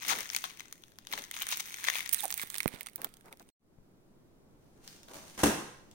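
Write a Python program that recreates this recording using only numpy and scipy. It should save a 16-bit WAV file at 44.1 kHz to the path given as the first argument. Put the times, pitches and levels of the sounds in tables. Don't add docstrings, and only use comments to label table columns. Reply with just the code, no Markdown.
import sys
import numpy as np
from scipy import signal
from scipy.fft import rfft, irfft, next_fast_len
from scipy.io import wavfile
from scipy.ndimage import uniform_filter1d

SR = 44100
rng = np.random.default_rng(int(sys.argv[2]) if len(sys.argv) > 2 else 0)


def persist_wave(psi):
    counts = np.round(np.clip(psi, -1, 1) * 32767).astype(np.int16)
    wavfile.write(sys.argv[1], SR, np.atleast_2d(counts).T)


N = 261943

# (time [s], left over right [dB])
FILM_PLACE = [(0, 10), (1.0, 5.5), (2.07, 7.5), (2.13, -2), (2.45, -2), (2.65, -9.5), (3.4, -1.5)]
# (time [s], hold [s], ring level [dB], tick level [dB])
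HAND_SQUEEZES = [(0.025, 0.048, -41, -43), (0.105, 0.082, -38.5, -38), (0.33, 0.018, -44, -41.5),
                 (0.45, 0.0076, -47, -47.5), (0.6, 0.0083, -54.5, -58), (0.7, 0.21, -72, -67.5),
                 (1.01, 0.012, -65.5, -74.5), (1.122, .07, -46.5, -48), (1.35, 0.073, -44, -46.5),
                 (1.505, 0.0083, -38, -37.5), (1.595, 0.0071, -53, -48), (1.66, 0.16, -48, -46.5),
                 (1.84, 0.099, -40.5, -43), (1.95, 0.026, -37.5, -38), (2.15, 0.069, -45.5, -44),
                 (2.38, 0.017, -46.5, -45), (2.52, 0.088, -53, -52.5), (2.73, 0.0095, -49, -61.5),
                 (3.02, 0.021, -60, -71)]
# (frequency [Hz], density [dB per Hz])
RUB_SPECTRUM = [(60, -11), (250, 0), (800, -1), (1500, -7), (3000, -22), (9000, -26.5)]
# (frequency [Hz], likeness [-1 to 1])
SIDE_LIKENESS = [(250, 0.96), (600, 0.49), (1500, 0)]

SILENCE_START_S, SILENCE_END_S = 3.5, 3.595
GRIP_DB_PER_S = 400
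SNAP_PAN_DB = 4


def amp(db):
    return 10 ** (np.asarray(db) / 20)


def unit(x):
    return x / np.sqrt(np.mean(x ** 2) + 1e-20)


def along(points, hz):
    f, v = np.transpose(points)
    return np.interp(np.log(hz + 1), np.log(f + 1), v)


def curves(rows, at):
    s, *columns = np.transpose(rows)
    return [np.interp(at, s, column) for column in columns]


def add(track, s, sound):
    part = track[..., max(0, round(s * SR)):][..., :sound.shape[-1]]
    part += sound[..., :part.shape[-1]]


def colour(x, points, keep_power=True, size=4096):
    gain = amp(along(points, np.fft.rfftfreq(size, 1 / SR)))
    cepstrum = irfft(np.log(unit(gain) if keep_power else gain))
    cepstrum[1:size // 2] *= 2
    cepstrum[size // 2 + 1:] = 0
    response = irfft(np.exp(rfft(cepstrum)))
    return signal.fftconvolve(x, response[None], axes=1)[:, :x.shape[1]]


def pair(alike, size):
    likeness = np.clip(along(alike, np.fft.rfftfreq(size, 1 / SR)), -1, 1)
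    turn = np.arccos(likeness) / 2
    mid, side = rfft(rng.standard_normal((2, size))) * [np.cos(turn), np.sin(turn)]
    return irfft([mid + side, mid - side], size)


def sides(pan_db):
    ratio = amp(pan_db)
    return np.array([ratio, np.ones_like(ratio)]) * np.sqrt(2 / (1 + ratio ** 2))


def arch(length):
    t = np.arange(int(length * SR)) / SR
    return t, np.sqrt(np.abs(np.sin(np.pi * t / length)))


def swells(rows, at, rise_db, fall_db, rest_db):
    s, hold, *levels = np.transpose(rows)[:, :, None]
    early = np.maximum(s - at, 0)
    late = np.maximum(at - s - hold, 0)
    shape = -rise_db * early - fall_db * late
    return [10 * np.log10(np.sum(amp(db + shape) ** 2, axis=0) + amp(rest_db) ** 2) for db in levels]


def film():
    # (time [s], length [s], slips [per s], ring level [dB], ring pitch [Hz],
    # tick level [dB], tick pitch [Hz])
    rip_rows = [(0.077, 0.041, 900, -30, 2258, -29.5, 6280), (0.093, 0.046, 370, -24.5, 1000, -38, 6450),
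                (0.36, 0.014, 380, -35, 2600, -38.5, 6520), (0.443, 0.016, 850, -35.5, 1120, -45, 6510),
                (1.128, 0.0097, 890, -38.5, 950, -45, 7110), (1.17, .022, 403, -40, 804, -54, 6567),
                (1.508, 0.041, 580, -33.5, 3600, -47.5, 6550), (1.594, 0.015, 1010, -37, 3313, -37, 6500),
                (1.867, .016, 900, -33, 2147, -42, 9070), (2.125, .016, 980, -53.5, 3000, -27.5, 12480),
                (2.232, 0.014, 580, -44.5, 1600, -33, 11690),
                (2.419, 0.017, 710, -39.5, 1800, -42.5, 11990)]
    # (frequency [Hz], density [dB per Hz])
    tick_spectrum = [(300, -28.5), (2000, -3), (6000, -3.5), (10000, -4.5), (16000, 2)]
    # (frequency [Hz], gain [dB])
    radiation_gain = [(150, -9), (600, -4.5), (1400, 1), (2100, 5), (3000, -3), (4200, -2)]
    # (frequency [Hz], gain [dB])
    left_cavity = [(5000, -2), (6300, 7), (8000, -8.5), (9500, -15), (12000, -12.5), (15500, -4)]
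    right_cavity = [(5000, 0), (7300, 2.5), (9200, 14.5), (11500, 4.5), (15500, 8)]
    creases = np.hstack([snaps(), strays(), crinkle()] + [rip(*row) for row in rip_rows])
    rings, ticks = facets(*creases)
    sound = colour(rings, radiation_gain, keep_power=False) + colour(ticks, tick_spectrum) + squeaks()
    left = colour(sound[:1], left_cavity, keep_power=False)
    right = colour(sound[1:], right_cavity, keep_power=False)
    return np.vstack([left, right])


def snaps():
    # (time [s], ring level [dB], ring pitch [Hz], tick level [dB], tick pitch [Hz])
    snap_rows = [(0.024, -53.5, 4930, -40.5, 6460), (0.071, -44, 3850, -37, 10830),
                 (0.0835, -38, 2200, -24, 13000), (0.206, -39.5, 2130, -30, 6950),
                 (0.291, -44, 2260, -38.5, 6544), (0.3006, -33.5, 5060, -44.5, 5880),
                 (0.3334, -42.5, 2240, -36, 6900), (0.348, -29.5, 2240, -28.5, 6540),
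                 (0.3633, -25.5, 3470, -21.5, 9440), (0.3654, -36.5, 2270, -32.5, 12620),
                 (0.4401, -27, 1060, -32.5, 13050), (0.5961, -40.5, 2950, -43, 7800),
                 (0.605, -39, 2050, -42, 8030), (0.726, -42, 3470, -37, 9160),
                 (0.837, -44, 3190, -56, 10530), (0.9866, -43.5, 3470, -46.5, 12880),
                 (1.0701, -38, 3100, -44, 9610), (1.1263, -33, 2050, -33.5, 13700),
                 (1.1348, -27.5, 3620, -44, 7210), (1.137, -29.5, 873, -51, 6980),
                 (1.1766, -36, 1700, -42, 11060), (1.1883, -43, 2683, -41, 13600),
                 (1.239, -44, 2020, -39, 6100), (1.3123, -36.5, 2070, -34, 9480),
                 (1.3402, -36.5, 2990, -45.5, 9010), (1.366, -35.5, 3600, -36.5, 7700),
                 (1.4023, -47.5, 2050, -36, 7680), (1.413, -35, 2350, -48, 6830),
                 (1.4197, -27, 2930, -33.5, 13070), (1.4249, -37, 2820, -30.5, 14480),
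                 (1.4309, -34, 2890, -44.5, 11400), (1.4676, -35.5, 1940, -33, 8850),
                 (1.4884, -34.5, 1250, -29, 9655), (1.524, -28, 2710, -28, 5620),
                 (1.526, -30, 968, -45.5, 7000), (1.572, -53, 4740, -28, 14300),
                 (1.742, -36.5, 2200, -37.5, 8990), (1.841, -33, 1740, -32.5, 8810),
                 (1.8485, -32.5, 2090, -35, 12500), (1.8845, -19.5, 1890, -38, 5615),
                 (1.8995, -25, 1890, -30.5, 12460), (1.9551, -27, 2450, -35, 8040),
                 (1.9848, -34, 2296, -33.5, 12310), (2.0053, -31, 2170, -38.5, 11300),
                 (2.06, -36, 1890, -37.5, 11000), (2.0755, -40, 5480, -41, 5770),
                 (2.0921, -40.5, 2110, -27.5, 9400), (2.1451, -40.5, 1870, -25, 10800),
                 (2.2057, -46, 3830, -34, 9750), (2.2544, -57, 3400, -32, 8700),
                 (2.2801, -52.5, 3410, -40, 8900), (2.3046, -39, 1850, -34, 6810),
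                 (2.3117, -44.5, 4900, -34.5, 13690), (2.3252, -35, 4540, -33.5, 6520),
                 (2.3411, -47.5, 2930, -32, 13620), (2.3774, -52, 2500, -34, 12800),
                 (2.3963, -33.5, 2220, -46.5, 11060), (2.4161, -40, 1700, -38.5, 15290),
                 (2.5017, -42, 3140, -37, 7410), (2.543, -37, 1680, -39.5, 9110),
                 (2.554, -36.5, 3770, -46, 6130), (2.562, -39.5, 4310, -42, 6795),
                 (2.5823, -37, 4480, -33, 9900), (2.6038, -28, 2200, -37, 8930),
                 (2.631, -39.5, 5360, -38.5, 7130), (2.6784, -34, 2390, -32.5, 13540),
                 (2.8089, -39.5, 2200, -41.5, 14030), (2.8311, -57, 3170, -48.5, 7410),
                 (2.8618, -45.5, 2150, -46.5, 7290), (2.869, -39.5, 1210, -45.5, 8560),
                 (2.8861, -50, 2110, -53.5, 6200), (2.9589, -50, 4740, -35, 15000),
                 (3.0173, -43, 1700, -43, 14470), (3.045, -32, 1290, -32, 13800),
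                 (3.1394, -59.5, 3190, -57, 7820), (3.3266, -46, 2200, -51.5, 10900),
                 (3.3969, -53.5, 3980, -55.5, 6100)]
    columns = np.transpose(snap_rows)
    pan = curves(FILM_PLACE, columns[0])[0] + SNAP_PAN_DB
    return np.vstack([columns, pan])


def strays(follow=0.74, pivot_db=-45, boost_db=1, tick_db=1.5, spread_db=2.5,
           centre_hz=2600, tick_hz=8500, spread=0.34, count=90):
    s = (np.arange(count) + rng.random(count)) * SILENCE_START_S / count
    size, bright, pitch, tick_pitch = np.clip(rng.standard_normal((4, count)), -2, 2)
    effort = np.array(swells(HAND_SQUEEZES, s, GRIP_DB_PER_S, fall_db=97.5, rest_db=-71))
    ring, tick = pivot_db + follow * (effort - pivot_db) + boost_db
    pan = curves(FILM_PLACE, s)[0] + SNAP_PAN_DB
    return np.array([s, ring + spread_db * size, centre_hz * np.exp(spread * pitch),
                     tick + tick_db + spread_db * bright, tick_hz * np.exp(spread * tick_pitch), pan])


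def crinkle(ring_db=-2, tick_db=-3, spread_db=1.5, centre_hz=2400, tick_hz=9000, spread=.42, count=1400):
    s = (np.arange(count) + rng.uniform(0, 2.2, count)) * SILENCE_START_S / count
    size, bright, pitch, tick_pitch = rng.standard_normal((4, count))
    ring, tick = swells(HAND_SQUEEZES, s, GRIP_DB_PER_S, fall_db=148, rest_db=-76.5)
    size = spread_db * np.minimum(size, 2) - spread_db
    return np.array([s, ring + ring_db + size, centre_hz * np.exp(spread * pitch),
                     tick + tick_db + size + 2 * bright, tick_hz * np.exp(spread * tick_pitch),
                     curves(FILM_PLACE, s)[0]])


def rip(start, length, rate, ring_db, ring_hz, tick_db, tick_hz, jitter=.22, drop_db=-4, spread=0.32, count=80):
    gap, size, pitch = rng.standard_normal((3, count))
    t = np.cumsum(np.exp(jitter * gap)) / rate
    swell = drop_db + 2 * size + 10 * np.log10(np.abs(np.sin(np.pi * t / length)) + .01)
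    detune = np.exp(spread * pitch)
    slips = [start + t, ring_db + swell, ring_hz * detune,
             tick_db + swell, tick_hz * np.sqrt(detune), curves(FILM_PLACE, start + t)[0]]
    return np.array(slips)[:, t < length]


def facets(s, ring_db, ring_hz, tick_db, tick_hz, pan_db, cycles=17, tick_t60=0.003, flutter=0.78,
           sheet_db=-19, sheet_t60=0.049, lag=.00035, bend=0.89, settle=0.00015, flip=0.00013,
           focus=1.7, width_hz=2200, size=640):
    # (frequency [Hz], density [dB per Hz])
    film_spectrum = [(150, -21.5), (500, -14), (1000, -2), (2000, -10.5), (3500, 5), (5500, -10),
                     (8000, -14), (16000, -29)]
    t = np.arange(size) / SR
    noise = rng.standard_normal((len(s), 4, size))
    sheet = amp(sheet_db - 60 * t / sheet_t60)
    onset = 1 - np.exp(-(t / flip) ** 2)

    def level(wave, db):
        wave = wave * onset
        return wave * (amp(db) * np.sqrt(.004 * SR / np.sum(wave ** 2, axis=1)))[:, None]

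    fade = amp(-60 * t * ring_hz[:, None] / cycles)
    bent_time = t + bend * settle * (1 - np.exp(-t / settle))
    tone = np.sin(2 * np.pi * ring_hz[:, None] * bent_time) * fade
    offset = (np.fft.rfftfreq(size, 1 / SR) - tick_hz[:, None]) / width_hz
    brightness = 1 + focus * np.exp(-offset ** 2)
    rings, ticks = np.zeros((2, N)), np.zeros((2, N))
    for port, gain in enumerate(sides(pan_db)):
        ring = tone + flutter * colour(noise[:, port], film_spectrum) * (fade + sheet)
        tick = irfft(rfft(noise[:, 2 + port]) * brightness) * (amp(-60 * t / tick_t60) + sheet / 2)
        first = np.round(np.abs(s + lag * (1 - port)) * SR).astype(int)
        index = (first[:, None] + np.arange(size)).ravel()
        rings[port] = np.bincount(index, (level(ring, ring_db) * gain[:, None]).ravel(), N)[:N]
        ticks[port] = np.bincount(index, (level(tick, tick_db) * gain[:, None]).ravel(), N)[:N]
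    return rings, ticks


def squeaks(rough=.08, judder_db=2.0):
    # (time [s], length [s], start pitch [Hz], end pitch [Hz],
    # level [dB], third harmonic against the first [dB], the second having half of that)
    squeak_rows = [(2.181, 0.03, 4227, 3400, -39, -27), (2.233, 0.016, 887, 735, -32.5, -29),
                   (2.243, .019, 818, 669, -34, -29.5)]
    out = np.zeros((2, N))
    for s, length, start_hz, end_hz, db, overtone_db in squeak_rows:
        t, swell = arch(length)
        waver, grip = unit(uniform_filter1d(rng.standard_normal((2, len(t))), size=60))
        glide = start_hz * (end_hz / start_hz) ** (t / length)
        phase = 2 * np.pi * np.cumsum(glide * (1 + rough * waver * np.sqrt(800 / start_hz))) / SR
        tone = sum(amp(overtone_db * k / 2) * np.sin((k + 1) * phase) for k in range(3))
        judder = unit(amp(judder_db * grip))
        add(out, s, amp(db) * swell * judder * tone * sides(pan_db=-10.0)[:, None])
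    return out


def hand(rise=0.17):
    # (time [s], level [dB], push [s], left over right [dB])
    bump_rows = [(2.437, -25, 0.0011, -18), (2.6587, -2.5, .0011, -30), (2.74, -23.5, 0.0025, -29),
                 (3.786, -33.5, 0.0055, 10)]
    # (time [s], length [s], level [dB])
    rub_rows = [(0.058, 0.17, -47.5), (1.087, 0.15, -54.5), (2.7, 0.14, -58.5), (2.976, 0.046, -52),
                (3.021, 0.055, -49.5), (3.241, 0.062, -55), (3.307, 0.038, -55), (3.397, 0.026, -55)]
    bumps, rubbing = np.zeros((2, N)), np.zeros(N)
    t = np.arange(SR // 20) / SR
    for s, db, push, pan_db in bump_rows:
        pulse = (t / push - 1) * np.exp(-t / push) * (1 - np.exp(-t / (rise * push)))
        add(bumps, s, amp(db) * pulse * sides(pan_db)[:, None])
    for s, length, db in rub_rows:
        add(rubbing, s, amp(db) * arch(length)[1])
    pushes = colour(bumps, [(20, -5), (60, -14.5), (150, -3.0)], keep_power=False)
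    return pushes + rubbing * colour(pair(SIDE_LIKENESS, N), RUB_SPECTRUM)


def carried(grain_db=4.0):
    # (time [s], hold [s], flexing level [dB], rustle level [dB])
    bend_rows = [(4.61, 0.16, -76, -77.5), (4.77, 0.063, -63, -70.5), (4.845, 0.007, -58, -56.5),
                 (4.878, 0.037, -72, -60), (5.088, 0.018, -50.5, -59), (5.14, 0.0194, -47, -50.5),
                 (5.27, 0.0396, -59, -54.5)]
    # (frequency [Hz], density [dB per Hz])
    rustle_spectrum = [(880, -53), (1500, -2), (5380, -2.5), (6370, 1.5), (7690, -8), (8660, 0.5),
                       (10900, -11), (15100, -7), (16000, -19)]
    # (time [s], ring level [dB], pitch of ring and tick [Hz])
    crackle_rows = [(4.877, -47, 4800), (5.032, -54.5, 6020), (5.085, -56, 1190), (5.143, -49, 1300),
                    (5.913, -57.5, 6340)]
    t = np.arange(N) / SR
    flex_db, rustle_db = swells(bend_rows, t, rise_db=900, fall_db=128, rest_db=-100)
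    grain = unit(amp(grain_db * unit(uniform_filter1d(rng.standard_normal(N), 200))))
    flex = amp(flex_db - 5.5) * colour(pair(SIDE_LIKENESS, N), RUB_SPECTRUM)
    rustle = amp(rustle_db - 1.0) * colour(pair(SIDE_LIKENESS, N), rustle_spectrum)
    s, db, hz = np.transpose(crackle_rows)
    rings, ticks = facets(s, db, hz, db + 1.5, hz, np.zeros(len(s)), cycles=8, bend=0.075, flutter=0.5)
    return (flex + rustle) * grain + rings + ticks


def landing(attack=0.0018, table_db=-2, grain_db=3):
    # (time [s], level [dB], slap and thump 60 dB decay [s],
    # thump and table against the slap, before trims [dB])
    landing_rows = [(5.376, -39.5, 0.11, -4), (5.388, -36, 0.3, -11.5), (5.433, -13, 0.056, -1.5),
                    (5.456, -24.5, 0.15, 1.5)]
    # (frequency [Hz], density [dB per Hz])
    slap_spectrum = [(180, -30.5), (300, -18), (528, -17.5), (624, -16), (762, -8), (828, -10.5),
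                     (1230, -15), (1390, -11.5), (3890, -20), (5250, -21.5), (6300, -16.5), (7570, -23.5),
                     (8500, -19), (16000, -30.5)]
    # (frequency [Hz], level [dB], 60 dB decay [s])
    table_modes = [(144.2, -13.5, 0.6), (201.4, -13, 0.33), (256, -15, 0.137), (283, 1.5, 0.18),
                   (318, -3, 0.072), (406.4, -6.5, 0.34), (490, -19, .1), (618, -2, 0.1), (774, -1, 0.067),
                   (872, 1, 0.081), (1050, 8.5, 0.038), (1156, 3, 0.051), (1254, 4, 0.062)]
    # (frequency [Hz], density [dB per Hz])
    thump_spectrum = [(30, -20), (100, -11.5), (140, -6), (200, -3), (300, -2), (450, -9.5), (1000, -19),
                      (4000, -55)]
    out, t = np.zeros((2, N)), np.arange(SR // 2) / SR
    for s, db, t60, thump_db in landing_rows:
        grain = unit(amp(grain_db * unit(uniform_filter1d(rng.standard_normal(len(t)), size=50))))
        slap = colour(pair(SIDE_LIKENESS, len(t)) * grain, slap_spectrum)
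        thump = colour(pair(SIDE_LIKENESS, len(t)), thump_spectrum)
        wood = sum(amp(level - 60 * t / life) * np.sin(2 * np.pi * (hz * t + rng.random()))
                   for hz, level, life in table_modes)
        wood = amp(table_db + thump_db) * wood / np.linalg.norm(amp(np.transpose(table_modes)[1]))
        hit = (slap + amp(thump_db) * thump) * amp(-60 * t / t60) + wood
        add(out, s, amp(db) * (1 - np.exp(-t / attack)) * hit)
    return out


def room(x, delay=0.0037):
    # (frequency [Hz], 60 dB decay [s])
    room_decay = [(150, 0.37), (1000, 0.65), (5000, 0.68), (15000, 0.46)]
    hz, t, z = signal.stft(pair(SIDE_LIKENESS, SR * 3 // 4), SR, nperseg=256)
    fade = amp(-60 * t / along(room_decay, hz)[:, None])
    tail = signal.istft(z * fade, SR, nperseg=256)[1]
    tail[:, :int(delay * SR)] = 0
    return signal.fftconvolve(x, tail / np.linalg.norm(tail[0]), axes=1)[:, :N]


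def air(near_db=-63.5, far_db=-63, grows_db_per_s=2.17, fade_s=0.085):
    # (frequency [Hz], density [dB per Hz])
    air_spectrum = [(20, 0), (45, -10), (92, -7), (130, -6), (200, -5.5), (280, -7.5), (360, -7),
                    (520, -14), (700, -17), (900, -20), (1600, -27.5), (2600, -33), (16000, -37.5)]
    # (frequency [Hz], likeness [-1 to 1])
    air_likeness = [(60, 0.3), (240, 0.8), (950, 0.093), (3770, -0.4), (15000, -0.3)]
    t = np.arange(N) / SR
    since = np.maximum(t - SILENCE_END_S, 0)
    before = amp(near_db) * (t < SILENCE_START_S)
    after = amp(far_db + grows_db_per_s * since) * (1 - np.exp(-since / fade_s))
    return (before + after) * colour(pair(air_likeness, N), air_spectrum)


def scene():
    t = np.arange(N) / SR
    near, far = film() + hand(), carried() + landing()
    drier = amp(np.interp(t, (2.2, 3.2), [0, -9.5]))
    spill = colour(near * drier, [(3000, 0.5), (8000, 2), (14000, -8.0)], keep_power=False)
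    close = near + amp(-16.0) * room(spill) * (t < SILENCE_START_S)
    distant = (far + amp(-2.5) * room(far)) * (t > SILENCE_END_S)
    return close + distant + air()


def record(dry, top_hz=16100):
    size = next_fast_len(N + SR // 2)
    kept = np.fft.rfftfreq(size, 1 / SR) < top_hz
    return irfft(rfft(dry, size) * kept, size)[:, :N]


dry = scene()
out = record(dry)
persist_wave(out)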